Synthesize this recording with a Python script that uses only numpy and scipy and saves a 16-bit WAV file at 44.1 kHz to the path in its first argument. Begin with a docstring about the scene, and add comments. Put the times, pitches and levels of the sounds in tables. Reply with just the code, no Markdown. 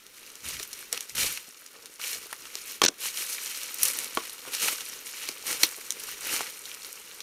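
"""Walking through dry leaves

Someone walks unevenly through fallen leaves in a quiet wood, camera in hand. Each step crushes
them into a dense crackle; twigs snap, buried sticks knock, heavy feet thud and the trunks scatter
the sound. A branch that is pushed aside knocks on the camera and scrapes along it."""
import sys
import numpy as np
from scipy import signal
from scipy.fft import rfft, irfft
from scipy.io import wavfile
from scipy.ndimage import uniform_filter1d, minimum_filter1d

SR = 44100
rng = np.random.default_rng(int(sys.argv[2]) if len(sys.argv) > 2 else 0)


def generate_wav(sig):
    """Save sig (samples, or channels by samples) to the path in sys.argv[1] as 16-bit PCM at SR."""
    pcm = np.round(np.clip(np.atleast_2d(sig).T, -1, 1) * 32767).astype(np.int16)
    wavfile.write(sys.argv[1], SR, pcm)


N = 318679
TIME = np.arange(N) / SR
FREQ = np.fft.rfftfreq(N, 1 / SR) + 1


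def undb(db):
    """Decibels to gain."""
    return 10 ** (np.asarray(db) / 20)


def unit(x):
    """Scale to rms 1."""
    return x / np.sqrt(np.mean(x ** 2))


def colour(x, points):
    """EQ through (Hz, dB) points; minimum phase, so clicks keep their sharp attacks."""
    hz, db = np.transpose(points)
    grid = np.fft.rfftfreq(2048, 1 / SR) + 1
    gain = undb(np.interp(np.log(grid), np.log(hz), db))
    cepstrum = irfft(np.log(gain))
    half = len(cepstrum) // 2
    cepstrum[1:half] *= 2
    cepstrum[half + 1:] = 0
    impulse = irfft(np.exp(rfft(cepstrum)))
    return signal.fftconvolve(x, impulse)[:len(x)]


def band(x, hz, q):
    """One resonance, gain 1 at its centre."""
    w = 2 * np.pi * min(hz, .45 * SR) / SR
    a = np.sin(w) / (2 * q)
    return signal.lfilter([a, 0, -a], [1 + a, -2 * np.cos(w), 1 - a], x)


def burst(t60):
    """A noise hit with an instant attack, a fading tail and an evened-out spectrum."""
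    fade = np.exp(-np.log(1000) * TIME[:SR // 4] / t60)
    spectrum = rfft(rng.standard_normal(len(fade)) * fade)
    even = irfft(spectrum / np.abs(spectrum) ** .7, len(fade))
    return even * np.sqrt(fade * np.sum(fade ** 2) / np.sum(even ** 2))


def drift(per_s):
    """A random modulator that glides between values with a spread of 1."""
    points = rng.standard_normal(4096)
    return np.interp(TIME * per_s, np.arange(len(points)), points)


def add(out, s, x):
    """Mix a short sound in at s seconds."""
    i = max(int(s * SR), 0)
    out[i:i + len(x)] += x[:max(N - i, 0)]


# The tone of the quiet wood. Each row: frequency in Hz, gain in dB.
AIR_EQ = [(30, -8), (100, -13), (250, -7.5), (420, -1.5), (750, -15.5), (1300, -5.5), (3000, -4.5),
          (8000, -10), (15000, -13.5)]


def air():
    """A faint bed of noise whose level wavers."""
    return undb(-54.5 + 3.85 * drift(7.8)) * unit(colour(rng.standard_normal(N), AIR_EQ))


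# Loose leaves stirring between steps. Each row: time in seconds, relative level in dB.
STIR_LEVELS = [(0, -60.5), (.38, -52), (.88, -56), (1.45, -51.5), (1.95, -55), (2.45, -48.5), (2.78, -52),
               (2.93, -59), (3.2, -48), (5.4, -47), (6.6, -46.5), (7.23, -48)]


def stirring():
    """A restless rustle that comes and goes: one move of (envelope, body dB, crispness dB)."""
    level_db = np.interp(TIME, *np.transpose(STIR_LEVELS))
    return [(undb(level_db + 1.29 * drift(14)), 3, 1)]


def fractures(per_s, spread_db, t60, q, bands):
    """Leaves of many pitches break at random, each with a tick of noise; most are tiny, a few large."""
    out = 0
    fade = np.exp(-2 * np.log(1000) / (t60 * SR))
    for hz in np.geomspace(500, 14000, bands):
        breaks = np.flatnonzero(rng.random(N) < per_s / bands / SR)
        energy = np.zeros(N)
        energy[breaks] = undb(spread_db * np.minimum(rng.exponential(size=len(breaks)), 3.5)) ** 2
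        ticks = np.sqrt(signal.lfilter([1], [1, -fade], energy + 1e-12))
        out = out + ticks * band(rng.standard_normal(N), hz, q)
    return unit(out / np.sqrt(per_s))


# The tone of crushed leaves. Each row: frequency in Hz, gain in dB.
LEAF_EQ = [(47, -50), (80, -14), (205, -12.5), (482, -5.5), (684, -14), (1320, -5.5), (1640, -3.5),
           (2550, 2), (4210, -2), (4700, 1), (5850, -2.5), (7440, -0.5), (8870, -2.5), (13200, -4),
           (15000, -9.5)]


def leaves(moves):
    """A harder push breaks more leaves; loose ones crackle on top, single stalks tick between steps."""
    envelopes, body_db, crisp_db = map(np.array, zip(*moves))
    power = envelopes ** 2
    push = np.sqrt(np.sqrt(power.sum(axis=0)) / undb(-40.5))
    crush = fractures(5500 * push, spread_db=1.5, t60=0.0053, q=0.19, bands=4)
    crackle = fractures(650 * push, spread_db=4.5, t60=0.014, q=3.2, bands=18)
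    stalks = fractures(30, spread_db=3.0, t60=0.013, q=1.8, bands=8) / np.maximum(push, 1)
    crunch = crush * undb(1.62 * drift(70)) + undb(-4.5) * crackle + undb(-8.5) * stalks
    spectrum = rfft(unit(colour(crunch, LEAF_EQ)))
    # The moves ride three faders: the body of the packed litter, the mids and the crisp top.
    low = 1 / (1 + (FREQ / 1200) ** 4)
    high = 1 / (1 + (5500 / FREQ) ** 4)
    registers = [(low, 3.2 + body_db), (1 - low - high, 0.13 - crisp_db / 2), (high, 2.5 + crisp_db / 2)]
    out = np.zeros(N)
    for share, db in registers:
        fader = np.sqrt(undb(db) ** 2 @ power)
        out += irfft(spectrum * share, N) * fader
    return out


def trunks(x, t60, scatter_db):
    """Ground and trunks add a short, thin scatter to the direct sound."""
    onset = 1 - np.exp(-TIME[:SR // 4] / 0.00037)
    echo = band(burst(t60) * onset, 3900, q=0.057)
    return x + undb(scatter_db) * signal.fftconvolve(x, echo / np.linalg.norm(echo))[:N]


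# Twigs and stalks breaking; the row at 1.153 s is the sharp crack of a heel landing. Each row: start in
# seconds, # level in dB, centre in Hz, time scale of the decay in seconds.
TWIG_SNAPS = [(.066, -41.5, 7100, .007), (.355, -36.5, 7000, 0.0092), (.597, -29.5, 3980, 0.021),
              (.629, -30, 6800, 0.027), (.730, -31.5, 5700, 0.025), (.9276, -17.5, 6040, 0.0094),
              (.929, -33.5, 1410, 0.01), (.976, -26, 2740, 0.008), (1.007, -27, 6700, 0.011),
              (1.095, -33, 5000, .013), (1.153, -41, 8000, 0.023), (1.3741, -28, 4230, 0.016),
              (1.663, -38, 7000, 0.0096), (1.752, -47, 1190, 0.029), (1.858, -35.5, 6030, .008),
              (1.996, -40, 1480, 0.041), (2.130, -32, 5030, 0.011), (2.3278, -31.5, 1680, 0.026),
              (2.328, -32, 10500, 0.0083), (2.454, -37.5, 2800, 0.021), (2.5543, -25, 5500, 0.002),
              (3.633, -29, 8760, 0.008), (3.743, -27.5, 8870, 0.017), (3.8318, -7, 11200, 0.0099),
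              (3.853, -18.5, 8000, 0.029), (3.883, -20.5, 10260, 0.0079), (3.9882, -21.5, 7640, .006),
              (4.044, -27.5, 7160, 0.015), (4.1505, -29, 10100, .006), (4.296, -32, 4505, 0.0072),
              (4.452, -40, 1180, 0.032), (4.549, -25, 4950, .023), (4.6823, -21, 1377, 0.017),
              (4.712, -29, 12140, 0.0098), (4.806, -31.5, 3530, .034), (5.276, -35, 4000, .007),
              (5.288, -24, 4690, 0.019), (5.528, -24.5, 4800, 0.0095), (5.633, -4.5, 4120, 0.014),
              (5.6332, -8.5, 9350, 0.0075), (5.906, -19, 6430, 0.0056), (5.922, -27.5, 6200, 0.0093),
              (6.33, -32, 6100, .01), (6.364, -26, 4500, 0.0061), (6.407, -25.5, 1380, 0.0062),
              (6.655, -33, 3850, 0.0086), (6.847, -33.5, 4700, 0.016), (6.9285, -32.5, 8200, 0.0071),
              (7.2044, -32, 3870, 0.021)]


def twigs():
    """Fibres tear and part; the twig rings broadly, with a narrow ping and two stray modes."""
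    out, t = np.zeros(N), TIME[:SR // 4]
    for s, db, hz, decay_s in TWIG_SNAPS:
        tear = burst(2.0 * decay_s) * (np.exp(-(t / (0.36 * decay_s)) ** 2) + 0.21)
        ping = 1.22 * band(tear, hz, q=9)
        strays = 0.95 * sum(band(tear, hz * 2 ** octave, q=3.9) for octave in rng.uniform(-1.21, 0.88, 2))
        ring = band(tear, hz, q=1.0) + 1.05 * (ping + strays)
        crack = band(ring, hz, q=0.041) + 0.21 * band(tear, 8300, q=1.0)
        add(out, s, undb(db) * crack / np.std(crack[:SR // 500]))
    return out


# Sweeps through the leaves. Each row: peak time in seconds, relative level in dB,
# half-width in seconds, crispness in dB.
LIMB_SWEEPS = [(0.181, -50.5, 0.022, 6), (.28, -51.5, 0.022, 2), (0.606, -44.5, 0.041, -4),
               (0.775, -45, 0.068, -0.5), (1.03, -45.5, .025, -1), (1.104, -45, .015, 4),
               (2.574, -45.5, 0.063, -3), (2.716, -39.5, .04, 1), (3.056, -31.5, 0.037, 1.5),
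               (3.207, -33.5, 0.046, 2.5), (3.326, -34, 0.028, 4.5), (3.517, -37.5, 0.18, 0),
               (4.196, -43, 0.079, -5), (4.879, -43.5, 0.084, 0), (5.074, -42, 0.023, 3.5),
               (5.226, -39, 0.066, -5), (5.778, -44, 0.043, 3), (6.025, -40.5, 0.027, 4),
               (6.096, -39, 0.037, -2.5), (6.685, -46, 0.047, 0)]


def swishes(body_db=-5):
    """Moves that swell and fade as a leg or arm brushes the leaves, hardly reaching the packed litter."""
    moves = []
    for s, db, half_s, crisp_db in LIMB_SWEEPS:
        swell = np.exp(-np.minimum(((TIME - s) / half_s) ** 2, 100) / 2)
        moves.append((undb(db) * swell, body_db, crisp_db))
    return moves


# Heel or toe pressing into the leaves. Each row: start in seconds, relative level in dB, attack and
# hold in seconds, body of the packed litter in dB, crispness of the top leaves in dB.
FOOT_PRESSES = [(0.427, -35.5, .04, 0.038, -5, -1), (0.914, -39, 0.014, .015, 3.5, -4),
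                (1.147, -34, 0.0069, 0.011, 1, -2), (1.165, -24.5, .025, .006, -7, 0.5),
                (1.217, -31, 0.016, .012, -2, -1), (1.721, -58, .02, 0.092, 15.5, 0),
                (1.988, -35, 0.05, 0.095, -4.5, 0), (3.77, -30.5, 0.061, 0.043, -1.5, 3.5),
                (3.946, -36, 0.019, 0.049, 3.5, 0.5), (4.449, -44.5, 0.021, 0.0199, 11, -2),
                (4.505, -33.5, 0.033, 0.0046, -11, -2), (4.576, -28, .05, .05, -1, 1.5),
                (5.439, -30.5, 0.043, 0.03, 2.5, 0), (5.592, -35.5, 0.025, 0.018, 2.5, 4),
                (6.191, -29.5, .15, .02, 2, -1)]


def steps(release_db_per_s=115):
    """Moves that build as a foot presses down, hold, and die away as the weight comes to rest."""
    moves = []
    for s, db, attack_s, hold_s, body_db, crisp_db in FOOT_PRESSES:
        press = np.clip((TIME - s) / attack_s, 0, 1)
        resting_s = np.maximum(TIME - s - attack_s - hold_s, 0)
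        moves.append((press * undb(db - release_db_per_s * resting_s), body_db, crisp_db))
    return moves


# Heavy footfalls and jolts. Each row: peak time in seconds, level in dB, half-width in seconds.
LOW_BUMPS = [(0.469, -51, 0.027), (0.556, -54, 0.045), (1.18, -53, 0.035), (1.247, -48.5, 0.046),
             (2.188, -66, 0.037), (2.835, -51, 0.018), (3.833, -58, 0.016), (4.173, -55, 0.016),
             (6.367, -66, 0.022)]


def thuds():
    """A heavy foot or a jolt reaches the microphone as a dull low bump."""
    weight = sum(undb(db) * np.exp(-((TIME - s) / half_s) ** 2 / 2) for s, db, half_s in LOW_BUMPS)
    rumble = band(band(rng.standard_normal(N), 63, q=0.38), 66, q=0.24)
    return weight * unit(rumble)


# Thick sticks buried in the litter. Each row: start in seconds, relative level in dB, pitch in Hz.
BURIED_STICKS = [(.603, -40.5, 424), (.931, -37, 476), (1.243, -35, 473), (1.482, -51, 256),
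                 (2.155, -44.5, 466), (2.258, -46.5, 430), (2.555, -44, 427), (4.476, -42, 385),
                 (4.633, -46, 251.5), (4.682, -39, 462), (5.293, -48, 225), (5.637, -30.5, 350),
                 (5.783, -43, 428), (6.336, -37, 326), (6.407, -35.5, 427)]


def sticks():
    """Damp wood on soft ground knocks dully underfoot: three bending modes that die quickly."""
    out, t = np.zeros(N), TIME[:SR // 4]
    attack = 1 - np.exp(-t / 0.00082)
    for s, db, hz in BURIED_STICKS:
        for ratio, gain in [(1, 0.94), (1.4, 0.42), (2.7, 0.64)]:
            decay = np.exp(-np.log(1000) * t * np.sqrt(ratio) / 0.033)
            mode = gain * np.sin(2 * np.pi * hz * ratio * t)
            add(out, s, 2 * undb(db) * mode * attack * decay)
    return out


# The ring of the camera body. Each row: frequency in Hz, level in dB, full 60 dB decay time in seconds.
CAMERA_MODES = [(260, -17.5, 0.069), (333.5, -9, 0.037), (450, -14, 0.074), (627, -17.5, 0.04),
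                (813, -15, 0.029), (972, -9, 0.026), (1177, -4.5, 0.029), (1454, -9, 0.021),
                (2240, -3, 0.016), (3155, -2, 0.022), (4830, 3, 0.0099), (6514, 5, 0.0067)]
# The branch hitting the camera. Each row: start in seconds, level in dB, contact time in seconds,
# share of the full decay time.
BRANCH_HITS = [(2.8172, -12.5, .00005, 1), (2.838, -22, 0.0036, 0.38), (2.8504, -24, 0.003, 0.29),
               (2.8636, -39, 0.0068, 0.54), (2.886, -36, 0.0086, 0.77), (4.172, -20.5, 0.00057, 1),
               (4.729, -40, .0008, 0.37), (5.291, -38.5, 0.0028, 0.5)]


def knocks():
    """A brief chattering contact rings the camera body; a soft blow reaches only the low modes."""
    out, t = np.zeros(N), TIME[:SR // 4]
    attack = 1 - np.exp(-t / 0.00013)
    for s, db, contact_s, ring_share in BRANCH_HITS:
        knock = 2.5 * band(burst(0.026), 4900, q=0.21) / (1 + (3000 * contact_s) ** 2)  # the chatter
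        for hz, mode_db, t60 in CAMERA_MODES:
            detuned_hz = hz * (1 + 0.019 * rng.standard_normal())
            mode = np.sin(2 * np.pi * (detuned_hz * t + rng.random()))
            decay = np.exp(-np.log(1000) * t / (t60 * ring_share))
            knock += undb(mode_db) * mode * decay / (1 + (hz * contact_s) ** 2)
        knock = band(knock * attack, 1140, q=0.41)
        add(out, s, undb(db) * knock / np.std(knock[:SR // 200]))
    return out


# The tone of bark on the camera. Each row: frequency in Hz, gain in dB.
BARK_EQ = [(150, -19), (280, -7), (700, -19), (1050, -22), (1550, 6.5), (1850, -2), (2200, 5), (3000, 4),
           (4500, 7), (5600, 7), (7500, 4), (10000, -6), (15000, 0)]
# The branch slipping along the camera. Each row: peak time in seconds, relative level in dB,
# half-width in seconds, low-pass cutoff in Hz.
BRANCH_SLIPS = [(2.839, -11, 0.0027, 10500), (2.8508, -14.5, 0.0024, 13800), (2.863, -13.5, 0.0015, 8000),
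                (2.867, -16, 0.00068, 7000), (2.8854, -12, 0.0017, 9300)]


def scrapes():
    """Bark catches and slips in quick rasps, duller as the branch slows."""
    out, t = np.zeros(N), TIME[:SR // 10]
    middle = t.mean()
    for s, db, half_s, cutoff_hz in BRANCH_SLIPS:
        lowpass = signal.butter(4, cutoff_hz, fs=SR, output="sos")
        rasp = unit(signal.sosfilt(lowpass, colour(rng.standard_normal(len(t)), BARK_EQ)))
        from_peak = (t - middle) / half_s
        slip = np.exp(-from_peak ** 2 / 2) + 0.23 * np.exp(-np.abs(from_peak) / 2.6)
        add(out, s - middle, undb(db - 3.5) * slip * rasp)
    return out


def scene():
    """The mono mix: the quiet wood behind, leaves and wood underfoot, the branch at the camera."""
    bed = air()
    rustle = trunks(leaves(stirring() + swishes() + steps()), t60=0.072, scatter_db=-13.5)
    wood = trunks(twigs() + sticks(), t60=0.15, scatter_db=-11.0)
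    ground = rustle + wood + thuds()
    branch = trunks(knocks(), t60=0.31, scatter_db=-12) + scrapes()
    return (bed + ground + branch)[None]


# Peaks and dips of the microphone port. Each row: centre in Hz, half-width in Hz, gain in dB.
PORT_EQ = [(780, 350, 1), (1340, 180, 1.5), (3380, 380, -2), (4310, 100, 2.5), (4720, 280, -4),
           (5860, 250, 2), (7590, 440, -5)]


def record(dry):
    """The microphone port colours the sound, a fast limiter holds the loudest cracks, the top is cut."""
    ceiling, top_hz = .72, 15400
    port_db = sum(db * np.exp(-((FREQ - hz) / half_hz) ** 2) for hz, half_hz, db in PORT_EQ)
    heard = irfft(rfft(dry) * undb(port_db), N)
    gain = ceiling / np.maximum(np.abs(heard), ceiling)
    gain = uniform_filter1d(minimum_filter1d(gain, size=25), size=25)
    lowpass = signal.ellip(8, .2, 70, top_hz, fs=SR, output="sos")
    return signal.sosfilt(lowpass, heard * gain)


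dry = scene()
out = record(dry)
generate_wav(out)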